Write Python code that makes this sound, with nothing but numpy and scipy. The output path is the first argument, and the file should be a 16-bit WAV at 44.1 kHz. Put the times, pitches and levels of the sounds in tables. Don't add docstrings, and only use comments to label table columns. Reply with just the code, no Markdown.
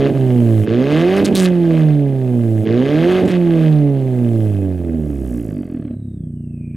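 import sys
import numpy as np
from scipy import signal
from scipy.fft import rfft, irfft
from scipy.io import wavfile
from scipy.ndimage import uniform_filter1d

SR = 44100
rng = np.random.default_rng(int(sys.argv[2]) if len(sys.argv) > 2 else 0)


def voltage_ratio(level):
    return 10 ** (np.asarray(level, float) / 20)


def master_out(mix):
    frames = np.transpose(np.atleast_2d(mix))
    ceiling = np.clip(frames, -1, 1)
    pcm = np.round(ceiling * 32767).astype(np.int16)
    wavfile.write(sys.argv[1], SR, pcm)


N = 298116
SLOW_BELOW_HZ = 132

# (strength_db, rise_db per octave of speed, silencer_corner_hz, cylinder_difference_db)
STATE_TONE = [
    (-13, 8.5, 495, -14),
    (-17.5, 6, 470, -11.5),
    (-38, 0.84, 219, -22),
]
# (order_2_db, order_3_db, order_4_db, each_further_order_db)
PULSE_SHAPE = [
    (-7.5, -11, -13, -0.59),
    (0.6, -0.3, 2, -4),
    (4, 8.5, 9, -0.75),
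]


def exhaust(t, turns):
    slow, coarse, spin = t[::64], t[::4], turns[::4]
    hz = speed(slow)
    state, gulp, misfire, trim_db = driver(slow)
    coasting, pulling, idling = state
    strength_db, per_octave, corner, half_db = np.transpose(STATE_TONE) @ state
    second, third, fourth, further = np.transpose(PULSE_SHAPE) @ state
    slowness = np.minimum(hz / SLOW_BELOW_HZ, 1)
    corner = corner * slowness ** (0.35 * coasting)
    lift_db = 6 * coasting * np.maximum(np.log2(SLOW_BELOW_HZ / hz), 0)
    strength_db = strength_db + per_octave * np.log2(hz / 120) + trim_db

    steady_db, opening_db, misfiring_db, idling_db = -22, -10, -2, -25
    scatter_db = steady_db + 2 * np.maximum(np.log2(95 / hz), 0)
    scatter_db += (idling * (idling_db - scatter_db) + gulp * (opening_db - steady_db)
                   + misfire * (misfiring_db - steady_db))

    wander = np.interp(spin, np.arange(1000), rng.standard_normal(1000))
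    late = 0.01 * (1 - 0.5 * np.interp(coarse, slow, pulling)) * wander

    orders = np.zeros(len(coarse))
    for k in [*range(1, 28), *np.arange(.5, 10), *np.arange(.25, 6, .5)]:
        whole = int(np.ceil(k)) + (k < 1)
        if whole < 4:
            level_db = [-17.5 * gulp, second, third][whole - 1]
        else:
            level_db = fourth + further * (whole - 4)
        box_hum = 0.4137 + np.exp(-((k * hz - 266) / 35) ** 2)
        hum_db = lift_db * box_hum * (k > 2)
        z = pipe(k * hz, pulling, slowness ** 0.28)
        z = z * silencer(k * hz, corner) * voltage_ratio(strength_db + level_db + hum_db)
        if k % 1:
            quarter_db = -9 if k % .5 else 0
            z = z * uneven_share(k * hz, hz) * voltage_ratio(half_db - 2 * misfire + quarter_db)
        else:
            z = z * voltage_ratio(misfire * (-5 + k - 2.5))
        z = np.interp(coarse, slow, z.real) + 1j * np.interp(coarse, slow, z.imag)
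        tone = z * np.exp(2j * np.pi * k * (spin + late * (k > 2)))
        orders += np.sqrt(2) * tone.real

    fired = new_firing(turns) * per_firing(turns, rng.uniform(-1.7, 1.7, 1000))
    click_db = strength_db + third + 0.91 * lift_db + scatter_db + 3.0
    size = np.interp(t, slow, voltage_ratio(click_db) * SR / hz)
    rung = irfft(rfft(fired * size, 2 * N) * pipe(np.fft.rfftfreq(2 * N, 1 / SR)))[:N]
    f, s, z = signal.stft(rung, SR, nperseg=2048)
    f, rate = f[:, None], np.interp(s, slow, hz)
    z *= silencer(f, np.interp(s, slow, corner)) * uneven_share(f, rate)
    z *= voltage_ratio(-.4 * f / rate)
    scattered = signal.istft(z, SR, nperseg=2048)[1][:N]
    return signal.resample_poly(orders, 4, 1)[:N] + scattered


# (time_s, firing_rate_hz)
FIRING_RATE = [(0, 137.2), (.1, 139.1), (.63, 104.8), (.68, 107), (1.1, 185.6), (1.19, 199.7),
               (1.26, 202.9), (1.4, 187), (2.52, 110.4), (2.63, 107), (2.69, 109.3), (3.1, 181.8),
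               (3.188, 185.8), (3.3, 182.4), (5.0, 77.53), (5.911, 33.6), (6.002, 35.4), (6.302, 29.5)]


def speed(t):
    drag_hz = 120
    s, hz = np.transpose(FIRING_RATE)
    return np.exp(np.interp(t, s, np.log(hz + drag_hz))) - drag_hz


# (opens_s, shuts_s, misfiring_after_shut_s, trim_db until the next stab)
THROTTLE = [
    (-.3, 0.074, 0.09, 2.5),
    (0.648, 1.202, 0.18, -0.85),
    (2.642, 3.2, .13, -0.61),
]


def driver(t):
    open_s, shut_s, gulp_s = 0.03, 0.046, 0.022
    pull = sum(ramp(t, a, open_s) - ramp(t, b, shut_s) for a, b, _, _ in THROTTLE)
    gulp = sum(np.exp(-((t - a - open_s / 2) / gulp_s) ** 2) for a, _, _, _ in THROTTLE)
    misfire = sum(ramp(t, b, shut_s / 2) - ramp(t, b + c - shut_s, 2 * shut_s) for _, b, c, _ in THROTTLE)
    opens, trims = np.transpose(THROTTLE)[[0, 3]]
    idle = idle_share(t, 0.032)
    return np.array([1 - pull - idle, pull, idle]), gulp, misfire, trims[np.searchsorted(opens, t) - 1]


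def idle_share(t, length_s):
    return ramp(t, 5.93, length_s)


def ramp(t, start, length):
    return np.clip((t - start) / length, 0, 1)


# (pitch_hz, width_hz, gain, whose sign is the phase)
STANDING_WAVES = [(63, 14.4, 2.35), (106.1, 22.3, -2), (152.5, 13.1, 1.97), (187, 32.6, -1.09),
                  (238.9, 12.9, 2.5), (286.1, 13.6, -2), (332.8, 23.3, 2.1), (388.9, 33, -1.38),
                  (416.6, 17.3, -0.74), (496.7, 24.9, 1.71), (501.1, 79.5, -1.2), (613.4, 50, 1.87),
                  (615.6, 30.2, -2), (780, 270, 0.9658)]


def pipe(hz, pull=0, calm=1):
    lead_s, twist = .0105, 3.1
    cool = hz / 1.065 ** pull
    wide = 0.97 ** pull * calm
    modes = sum(gain / (calm + 2j * calm * (cool - f) / (width * wide)) for f, width, gain in STANDING_WAVES)
    return modes * np.exp(1j * (2 * np.pi * hz * lead_s + twist))


def silencer(hz, corner_hz):
    treble_cut = (1 + (hz / corner_hz) ** 4) ** (-4.06 / 4)
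    return treble_cut * hz ** 2 / (hz ** 2 + 109 ** 2)


def uneven_share(f, hz):
    over = f / np.maximum(hz, 170)
    return over ** 3 / (over ** 3 + 0.15)


def per_firing(turns, values):
    return values[turns.astype(int)]


def new_firing(turns):
    return np.diff(np.floor(turns), prepend=0)


# (firing_rate_hz, rasp_db, fizz_db)
COASTING_GAS = [(34, -58, -74), (59, -52, -51.5), (80, -52, -60.5), (94, -50.5, -58.5), (107, -46, -52),
                (140.6, -45.5, -59), (158.5, -33.5, -52.5), (171, -38.5, -56), (194, -35.5, -53)]
# (pitch_hz, level_db)
RASP_COLOUR = [(470, -7), (800, -2.5), (1010, -5.5), (1140, 2), (1430, -4), (1630, 3), (1940, -3.5),
               (3060, -3), (4700, -15.5), (5900, -23.5), (6500, -20.5), (8450, -44.5), (14300, -120)]
# (pitch_hz, level_db)
FIZZ_COLOUR = [(2650, -40), (4500, -6.5), (8110, 1), (9200, 1), (13300, -1), (14200, -6), (15800, -21.5)]
# (pitch_hz, level_db)
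RUSH_COLOUR = [(40, -8), (90, -8), (250, -6), (420, -4), (620, 1.5), (800, -18), (1000, -28.5)]
# (pitch_hz, width_hz, level_db)
TIP_RINGS = [(1015, 31, -6.5), (1608, 11, -10), (2060, 61, 1.5), (2540, 22, 3), (3150, 51, -11),
             (3530, 32, -8.5)]


def gas(t, turns):
    hz = speed(t)
    state, gulp, _, trim_db = driver(t)
    _, pulling, idling = state
    octaves = np.log2(hz / 120)
    coast_rasp_db, coast_fizz_db = curves(COASTING_GAS, hz)
    rasps = [coast_rasp_db + 1.9 * trim_db,
             -34 + 8.7 * octaves,
             -78.5 + 6.2 * (1 - idle_share(t, 0.39))]
    fizzes = [coast_fizz_db + 1.3 * trim_db,
              -58.5 + 11.8 * octaves - 10.5 * gulp,
              -78]
    rasp_db = sum(share * db for share, db in zip(state, rasps))
    fizz_db = sum(share * db for share, db in zip(state, fizzes))

    level = np.hypot(voltage_ratio(rasp_db), rattling(t, column=3))
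    hiss = np.minimum(level, voltage_ratio(-66))
    puffed = puffs(turns + .12, hz, decay_s=.0004 + .12 / hz, spread_db=2.4 - 1.2 * pulling,
                   steady=.11 + .08 * ramp(-hz, -110, 60))
    puffed = puffed + 0.44 * pulling * new_firing(turns + .12) * np.sqrt(SR / hz)
    flow = hiss * rng.standard_normal(N) + np.sqrt(abs(level ** 2 - hiss ** 2)) * puffed
    rasp = coloured(flow, RASP_COLOUR)
    lazy = .8 * ramp(-hz, -99, 55)
    rasp = (1 - lazy) * rasp + lazy * 1.67 * resonate(rasp, 1400, 1500)
    rasp += sum(resonate(rasp, f, width) * voltage_ratio(db) for f, width, db in TIP_RINGS)
    rasp = np.std(flow) * evened(rasp)

    fizz_steady = .45 - .3 * ramp(-hz, -53.5, 15) * (1 - idling)
    fizz = coloured(puffs(turns + 0.5, hz, decay_s=0.0031, spread_db=1.0, steady=fizz_steady), FIZZ_COLOUR)
    rush = coloured(puffs(turns, hz, decay_s=0.0037, spread_db=1.0, steady=0.29), RUSH_COLOUR)
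    rush_db = -38 + 0.65 * (rasp_db + 50) - 3.1 * pulling - 3 * idling
    return voltage_ratio(rush_db) * rush + rasp + voltage_ratio(fizz_db) * fizz


def puffs(turns, hz, decay_s, spread_db, steady):
    luck = np.clip(rng.standard_normal(2000), -1.6, 1.6)
    strength = voltage_ratio(spread_db * per_firing(turns, luck))
    gate = steady * (hz + 40) / 160 + strength * np.exp(-(turns % 1) / (hz * decay_s))
    return gate / np.sqrt(uniform_filter1d(gate ** 2, 6000)) * rng.standard_normal(N)


def curves(rows, t):
    s, *columns = np.transpose(rows)
    return [np.interp(t, s, c) for c in columns]


def evened(x):
    return x / np.sqrt(np.mean(x ** 2) + 1e-20)


def coloured(x, points):
    f, level_db = np.transpose(points)
    hz = np.fft.rfftfreq(len(x), 1 / SR)
    gain_db = np.interp(np.log(hz + 1), np.log(f), level_db, -80, -80)
    return evened(irfft(rfft(x) * voltage_ratio(gain_db), len(x)))


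def resonate(x, hz, width):
    return signal.lfilter(*signal.iirpeak(hz, hz / width, SR), x)


# (pitch_hz, level_db)
CRACKLE_COLOUR = [(590, -39), (1000, -36.5), (1640, -27.5), (2300, -19), (3790, -10), (5940, -16),
                  (9230, -17.5), (12900, -27), (15900, -37)]


def crackle(t, turns):
    clicks = puffs(turns + .12, speed(t), decay_s=.0004, spread_db=2.6, steady=.03)
    return voltage_ratio(-2.2) * rattling(t, column=2) * coloured(clicks, CRACKLE_COLOUR)


# (start_s, length_s, clicks_db, rasp_db)
LOOSE_PART = [(.9, 0.12, -45, -30), (1.162, 0.03, -37, -33), (1.242, .012, -23, -31.5),
              (1.256, .03, -37.5, -31.5), (1.347, .028, -20, -30), (1.376, .08, -26, -29),
              (1.452, .03, -39.5, -30), (3.105, .02, -39, -31.5), (3.251, 0.0066, -33.5, -36),
              (3.273, 0.043, -38, -32), (3.307, 0.059, -55.5, -32.5), (6.746, .03, -61, -57.5)]


def rattling(t, column):
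    edge_s, fade_s = .006, .012
    return sum(voltage_ratio(row[column]) * (ramp(t, row[0], edge_s) - ramp(t, row[0] + row[1], fade_s))
               for row in LOOSE_PART)


# (time_s, pitch_hz, level_db)
BLOWER = [(5.55, 4720, -72), (5.79, 4410, -85), (5.9, 3990, -81), (6.14, 3720, -80), (6.32, 3010, -88),
          (6.52, 2620, -76), (6.64, 2430, -65), (6.76, 2430, -65.5)]


def whines(t, turns):
    hz, level_db = curves(BLOWER, t)
    pole = np.exp(-np.pi * 200 / SR)
    fuzz = signal.lfilter([1], [1, -2 * pole, pole ** 2], rng.standard_normal((2, N)))
    wobbly = .5 + evened(fuzz[0]) + 1j * evened(fuzz[1])
    blower = (wobbly * np.exp(2j * np.pi * np.cumsum(hz) / SR)).real
    throb = 1 + 0.39 * np.cos(2 * np.pi * turns)
    blower = voltage_ratio(level_db + 5.5) * blower * throb * ramp(t, 5.45, 0.1525)
    pump = voltage_ratio(-69) * (.5 + .5 * ramp(t, 5.5, .5)) * np.sin(2 * np.pi * 8340 * t)
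    return blower + pump


def background():
    return voltage_ratio(-77.0) * coloured(rng.standard_normal(N), [(30, -6.5), (400, 0), (1200, -32), (15000, -30.5)])


def scene():
    t = np.arange(N) / SR
    turns = np.cumsum(speed(t)) / SR
    mono = exhaust(t, turns) + gas(t, turns) + crackle(t, turns) + whines(t, turns) + background()
    return np.array([mono, mono])


def roll_off(x):
    return signal.sosfilt(signal.butter(12, 16050, fs=SR, output="sos"), x)


def record(dry):
    level_db = 10 * np.log10(abs(uniform_filter1d(dry[0] ** 2, 12000)) + 1e-12)
    quiet_db, loud_db = 0.6, -5.5
    ratio = voltage_ratio(quiet_db + (loud_db - quiet_db) * ramp(level_db, -28, 8))
    hz = np.fft.rfftfreq(N, 1 / SR)
    bass = irfft(rfft(dry[0]) / (1 + (hz / 400) ** 2.4), N)
    side = bass * (ratio - 1) / (ratio + 1)
    mix = np.tanh(dry + np.array([side, -side]))
    return roll_off(mix)


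dry = scene()
out = record(dry)
master_out(out)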